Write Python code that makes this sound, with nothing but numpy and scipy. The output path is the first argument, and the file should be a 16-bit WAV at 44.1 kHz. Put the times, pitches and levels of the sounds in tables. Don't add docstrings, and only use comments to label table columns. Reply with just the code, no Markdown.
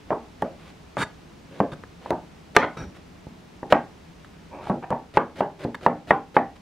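import sys
import numpy as np
from scipy import signal
from scipy.fft import rfft, irfft, next_fast_len
from scipy.io import wavfile

SR = 44100
rng = np.random.default_rng(int(sys.argv[2]) if len(sys.argv) > 2 else 0)


def int16_out(signal):
    q = np.round(np.clip(np.atleast_2d(signal).T, -1, 1) * 32767)
    wavfile.write(sys.argv[1], SR, q.astype(np.int16))


N = 291501


def undb(db):
    return 10 ** (np.asarray(db) / 20)


def level(x, db):
    return x * undb(db) / np.sqrt(np.mean(x ** 2))


def burst(x, length, db):
    return x * undb(db) * np.sqrt(length * SR / np.sum(x ** 2))


def add(track, s, x):
    i = max(int(s * SR), 0)
    track[i:i + len(x)] += x[:N - i]


def along(points, hz):
    f, value = np.transpose(points)
    return np.interp(np.log(np.maximum(hz, 1)), np.log(f), value)


def colour(x, points):
    size = next_fast_len(len(x) + 512)
    gain = undb(along(points, np.fft.rfftfreq(size, 1 / SR)))
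    return irfft(rfft(x, size) * gain, size)[:len(x)]


def decay(t, t60):
    return np.exp(-np.log(1000) * t / t60)


def soften(x, hz):
    pole = np.exp(-2 * np.pi * hz / SR)
    return signal.lfilter([(1 - pole) ** 3], np.poly([pole, pole, pole]), x)


def ring(modes, change_db=0, detune=0, hold=1, in_step_hz=1300):
    hz, db, t60 = np.transpose(modes)
    pitch, phase = rng.standard_normal((len(hz), 2)).T
    t = np.arange(int(np.max(t60 * hold) * SR))[:, None] / SR
    waves = np.cos(2 * np.pi * hz * (1 + detune * pitch) * t + phase * (hz / in_step_hz) ** 2)
    return (waves * decay(t, t60 * hold)) @ undb(db + change_db)


def slips(length, rate, spread_db, fade_s=0.00088):
    size = max(int(length * SR), 16)
    push = np.zeros(size)
    own_rng = np.random.default_rng(rng.integers(2 ** 31))
    moment, strength, sign = own_rng.random((int(length * rate) + 2, 3)).T
    sizes = undb(-abs(spread_db) * np.log(.02 + strength)) * np.sign(sign - .5)
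    np.add.at(push, (moment * size).astype(int), sizes)
    return push * signal.windows.tukey(size + 2, min(2 * fade_s / length, 1))[1:-1]


# (landing t/s, level/dB over 10 ms, contact hardness f/Hz, edge tick level/dB re landing before colouring,
# cut length t/s, tearing level/dB, judder level/dB re landing)
STROKES = [ (0.105, -20.5, 1087, -32, 0.018, -55, -3), (.4220, -18.5, 1057, -13, 0.019, -55, -28),
           (.969, -23, 1510, -6.5, 0.0035, -60, -15), (1.6022, -12.5, 980, -16, 0.1, -53.5, -17),
           (2.1059, -18, 900, -5.5, .1, -52.5, -9), (2.5650, -5.5, 6695, 2.5, .017, -36.5, -38.5),
           (3.7242, -5, 2320, -9.5, 0.0244, -37, -22), (4.697, -16, 762, -20.5, 0.085, -48, -11.5),
           (4.9045, -22.5, 1050, -6, 0.0066, -60, 0), (5.1713, -8.5, 2100, -18.5, .035, -43.5, -28),
           (5.4060, -15, 1350, -18, .053, -45, -12.5), (5.649, -21.5, 444, -27, 0.063, -45.5, -16),
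           (5.863, -9, 1220, -18.5, 0.057, -46, -18.5), (6.1071, -8, 1990, -24.5, 0.0379, -43, -26),
           (6.366, -8.5, 1670, -32, 0.024, -43, -18)]
# (t/s, level/dB over 10 ms, contact hardness f/Hz)
BUMPS = [(1.724, -33.5, 172), (2.0594, -32.5, 1200), (3.268, -35, 220), (3.6295, -28.5, 770),
         (4.670, -32, 1206)]


def landings(firm_db=-16.5, bump_thump_db=-9, bump_tick_db=-35, bump_room_db=-5.5):
    for s, db, hard_hz, tick_db, *_ in STROKES:
        force_db = db - firm_db
        yield s, db, hard_hz, 2 - 0.29 * force_db, tick_db, -6.5 - 0.31 * force_db
    for s, db, hard_hz in BUMPS:
        yield s, db, hard_hz, bump_thump_db, bump_tick_db, bump_room_db


# (f/Hz, relative level/dB, t60 t/s before damping)
BOARD = [ (83, -15.5, 0.05), (202.6, -4.5, 0.091), (294.3, -12, 0.158), (364.4, -7.5, 0.1),
         (427.5, -2, 0.063), (531, 1.5, 0.0484), (606.9, 8.5, 0.034), (702, 7.5, 0.038), (840, 7, 0.05),
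         (935, 11, 0.025), (1015, -9, 0.01), (1132, -3, 0.094), (1226, 0.5, 0.032), (1372, -9.5, 0.013),
         (1666, 1.5, 0.043), (1828, -1.5, 0.046), (2061, 5, 0.01385), (2330, -0.5, 0.017),
         (2978, -1.5, 0.027), (3704, -57, 0.011), (4700, -25, 0.0063)]
# (f/Hz, relative level/dB)
DENSE = [(300, -9.5), (1000, 1), (1600, 6), (2500, 3.5), (3800, -8), (5500, -14), (12000, -23)]


def plate(change_db=0, detune=0.022, hold=1, spread_s=0.00056, leak_hz=85, dense_db=-2, dense_t60=0.026):
    clear = ring(BOARD, change_db, detune, hold)
    t = np.arange(len(clear)) / SR
    dense = colour(rng.standard_normal(len(t)), DENSE) * decay(t, dense_t60 * hold)
    match = np.sqrt(np.sum(clear ** 2) / np.sum(dense ** 2)) / 2
    board = (clear + undb(dense_db) * match * dense) * (1 - np.exp(-t / spread_s))
    return signal.sosfilt(signal.butter(2, leak_hz, "high", fs=SR, output="sos"), board)


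# (f/Hz, gain/dB)
FIBRE = [(200, -4.5), (800, 12), (2000, 7.5), (3800, 1.5), (6000, -10), (10000, -15.5), (14000, -26),
         (16000, -26.5)]


def knocks(scatter_db=4.0, thump_hz=330, tick_s=0.0016, echo_hardness=0.9, tick_room_db=-16):
    out = np.zeros((3, N))
    low_modes = 1 / (1 + (np.array(BOARD)[:, 0] / thump_hz) ** 4)
    for s, db, hard_hz, thump_db, tick_db, room_db in landings():
        board = plate(thump_db * low_modes + scatter_db * rng.standard_normal(len(BOARD)))
        blow = burst(soften(board, hard_hz), .01, db)
        t = np.arange(len(blow)) / SR
        tick = undb(db + tick_db) * colour(rng.standard_normal(len(t)), FIBRE) * np.exp(-t / tick_s)
        all_sides = soften(plate(detune=.04, hold=.5), hard_hz * echo_hardness)
        radiated = burst(all_sides, .01, db + room_db)
        add(radiated, 0, undb(tick_room_db) * tick[:len(radiated)])
        for track, sound in zip(out, (blow + tick, *kitchen(radiated))):
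            add(track, s, sound)
    return out


# (start t/s, length t/s, level/dB, contact hardness f/Hz)
DRAGS = [(2.61, 0.045, -23.5, 2700), (2.778, .12, -39, 258), (4.494, .175, -42.5, 1460),
         (4.821, 0.032, -35, 2110)]


def judders(settle_delay_s=.003027, settle_s=.028, fade_share=0.22):
    out = np.zeros(N)
    settling = [(s + settle_delay_s, settle_s, db + settle_db, hard_hz)
                for s, db, hard_hz, *_, settle_db in STROKES]
    for s, length, db, hard_hz in settling + DRAGS:
        push = slips(length, rate=1200, spread_db=1.5, fade_s=fade_share * length)
        board = plate(detune=0.04, hold=0.37)
        add(out, s, burst(soften(signal.fftconvolve(push, board), hard_hz), length, db))
    return out


# (start t/s, length t/s, level/dB)
RUSTLES = [(0.577, .14, -54.5), (2.941, .036, -52), (6.552, .02, -53.5)]


def cuts(dull_hz=750, swell_db=8, overlap_s=.003, cut_dull_db=5, rustle_dull_db=-10, fade_share=.12):
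    out = np.zeros(N)
    tearing = [(s - cut_s, cut_s + overlap_s, cut_db, cut_dull_db)
               for s, *_, cut_s, cut_db, _ in STROKES if cut_s > 0]
    rustling = [(*row, rustle_dull_db) for row in RUSTLES]
    for s, length, db, dull_db in tearing + rustling:
        snaps = slips(length, rate=4000, spread_db=3.5, fade_s=fade_share * length)
        snaps = snaps * undb(np.linspace(0, swell_db, len(snaps)))
        board = plate(detune=0.051, hold=0.4)
        add(out, s, burst(colour(snaps, FIBRE), length, db))
        through_board = soften(signal.fftconvolve(snaps, board), dull_hz)
        add(out, s, burst(through_board, length, db + dull_db))
    return out


# (start t/s, length t/s, level/dB, board rumble level/dB re scrape,
# brightness/dB per octave, ring time factor, rise or fall of pressure level/dB)
SCRAPES = [(0.977, .062, -32.5, 0.5, 1, 0.69, 10.5), (1.718, 0.023, -45.5, 9.5, 0, 0.44, 3),
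           (1.8371, 0.0026, -37.5, -1, -5.5, 0.42, -14), (2.768, .09, -46, 8, -2.5, 0.94, -5),
           (4.246, 0.007, -51.5, -20, 0, .3, -7), (5.745, .011, -37, -4, -2.5, 0.34, -5)]
# (f/Hz, relative level/dB, t60 t/s before the ring time factor)
BLADE = [(930, 6, 0.024), (1270, 1.5, 0.049), (1675, 4.5, 0.066), (2086, -10, 0.017), (2340, -4, 0.04),
         (3132, -33.5, .02), (3764, -0.5, 0.063), (4520, -5.5, 0.05), (5896, -19, 0.09), (6790, -10, .02),
         (7680, -10.5, 0.06), (9100, -6.5, 0.04), (10400, -34, .025)]
# (f/Hz, relative level/dB)
RASP = [(100, -20), (400, 11), (1500, 18.5), (3300, 6), (5500, -6.5), (10000, -13), (15000, -38)]


def scrapes(rumble_hz=400, grit_db=2, edge_hz=14000, peak_share=0.83, release_db=-9):
    out = np.zeros(N)
    octaves = np.log2(np.array(BLADE)[:, 0] / BLADE[0][0])
    for s, length, db, rumble_db, bright_db, hold, swell_db in SCRAPES:
        push = slips(length, rate=4500, spread_db=1.0, fade_s=0.00036)
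        pressure_db = np.interp(np.linspace(0, 1, len(push)), [0, peak_share, 1],
                                [0, swell_db, swell_db + release_db])
        bite = push * undb(pressure_db)
        blade = soften(ring(BLADE, bright_db * octaves, detune=0.01, hold=hold), edge_hz)
        rasp = colour(bite, [(hz, grit + bright_db * np.log2(hz)) for hz, grit in RASP])
        rumble = soften(signal.fftconvolve(push, plate(detune=0.037, hold=0.39)), rumble_hz)
        add(out, s, burst(signal.fftconvolve(bite, blade), length, db))
        add(out, s, burst(rasp, length, db + grit_db))
        add(out, s, burst(rumble, length, db + rumble_db))
    return out


def sing(s=2.772, length=0.14, hz=5689, db=-57, fade_s=0.065):
    out = np.zeros(N)
    tone = signal.fftconvolve(slips(length, rate=2000, spread_db=1), ring([(hz, 0, .12)]))
    fade = np.exp(-np.arange(len(tone)) / SR / fade_s)
    add(out, s, burst(tone * fade, length, db))
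    return out


# (f/Hz, relative level/dB)
WALLS = [(60, -20.5), (150, -4), (280, 2), (520, -2.5), (850, 0), (1500, -1.5), (2500, -3), (5000, -3),
         (12000, -0.5)]
# (f/Hz, t60 t/s)
ROOM_T60 = [(100, 0.41), (300, 0.29), (800, .25), (2000, 0.24), (5000, 0.235), (12000, 0.11)]
# (f/Hz, relative level/dB)
STANDING = [(237, 6.5), (301, -1), (452, -0.5), (482, -10.5), (541, -6), (568, -3.5), (627, -6),
            (700, -3.5), (786, 2), (845, -3.8), (1017, -11), (1227, -9)]


def echoes(build_s=0.017, standing_t60=0.29, standing_db=-24):
    t = np.arange(SR // 2) / SR
    noise, hz = rfft(rng.standard_normal(len(t))), np.fft.rfftfreq(len(t), 1 / SR)
    band_hz = np.array(ROOM_T60)[:, 0]
    tail = 0
    for share, (_, t60) in zip(np.eye(len(ROOM_T60)), ROOM_T60):
        band = along(np.c_[band_hz, share], hz)
        tail = tail + irfft(noise * band, len(t)) * decay(t, t60)
    waves = sum(undb(db) * np.cos(2 * np.pi * (f * t + rng.random())) for f, db in STANDING)
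    standing = undb(standing_db) * waves * decay(t, standing_t60)
    tail = (colour(tail, WALLS) + standing) * (1 - np.exp(-(t / build_s) ** 2))
    return tail / np.sqrt(np.sum(tail ** 2))


def kitchen(x, echo_db=-6):
    return [undb(echo_db) * signal.fftconvolve(x, echoes()) for _ in range(2)]


# (f/Hz, relative level/dB)
AIR = [(12, -63), (20, -11), (74, 1), (130, -6.5), (168, 3.5), (198, -2.5), (293, -5), (367, -9), (434, -9),
       (513, -14), (825, -14.5), (1610, -20), (2530, -21.5), (5850, -29.5), (16000, -47.5)]
# (f/Hz, level/dB)
AIR_SIDE = [(50, -21), (500, 0), (1500, -3), (4000, -4.5), (12000, -3.5)]
# (t/s, mid level/dB)
AIR_LEVEL = [(0, -48), (4.5, -48.5), (5.1, -50.5)]


def air():
    gain = undb(np.interp(np.arange(N) / SR, *np.transpose(AIR_LEVEL)))
    mid, side = (level(colour(rng.standard_normal(N), AIR), 0) for _ in range(2))
    return gain * mid, gain * colour(side, AIR_SIDE)


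# (f/Hz, side gain level/dB)
WIDTH = [(100, -31), (600, -20.5), (1100, -18), (2200, -11), (5000, -2.5), (12000, 2)]


def scene(pan_db=-0.0951, small_room_db=-6, scrape_room_db=-14, scatter_db=-3):
    near, knock_mid, knock_side = knocks()
    small = judders() + cuts()
    steel = scrapes() + sing()
    near = near + small + steel
    room_mid, room_side = kitchen(undb(small_room_db) * small + undb(scrape_room_db) * steel)
    air_mid, air_side = air()
    mid = near + knock_mid + room_mid[:N] + air_mid
    paths = rng.standard_normal(128) * np.hanning(128)
    scattered = undb(scatter_db) * signal.fftconvolve(near, paths / np.linalg.norm(paths))[:N]
    side = colour(scattered + knock_side + room_side[:N], WIDTH) + air_side
    return np.array([(mid + side) * undb(pan_db / 2), (mid - side) * undb(-pan_db / 2)])


def record(dry, ceiling=1.0, top_hz=15700):
    clipped = dry / (1 + (dry / ceiling) ** 8) ** (1 / 8)
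    return signal.sosfilt(signal.ellip(10, .2, 80, top_hz, fs=SR, output="sos"), clipped)


dry = scene()
out = record(dry)
int16_out(out)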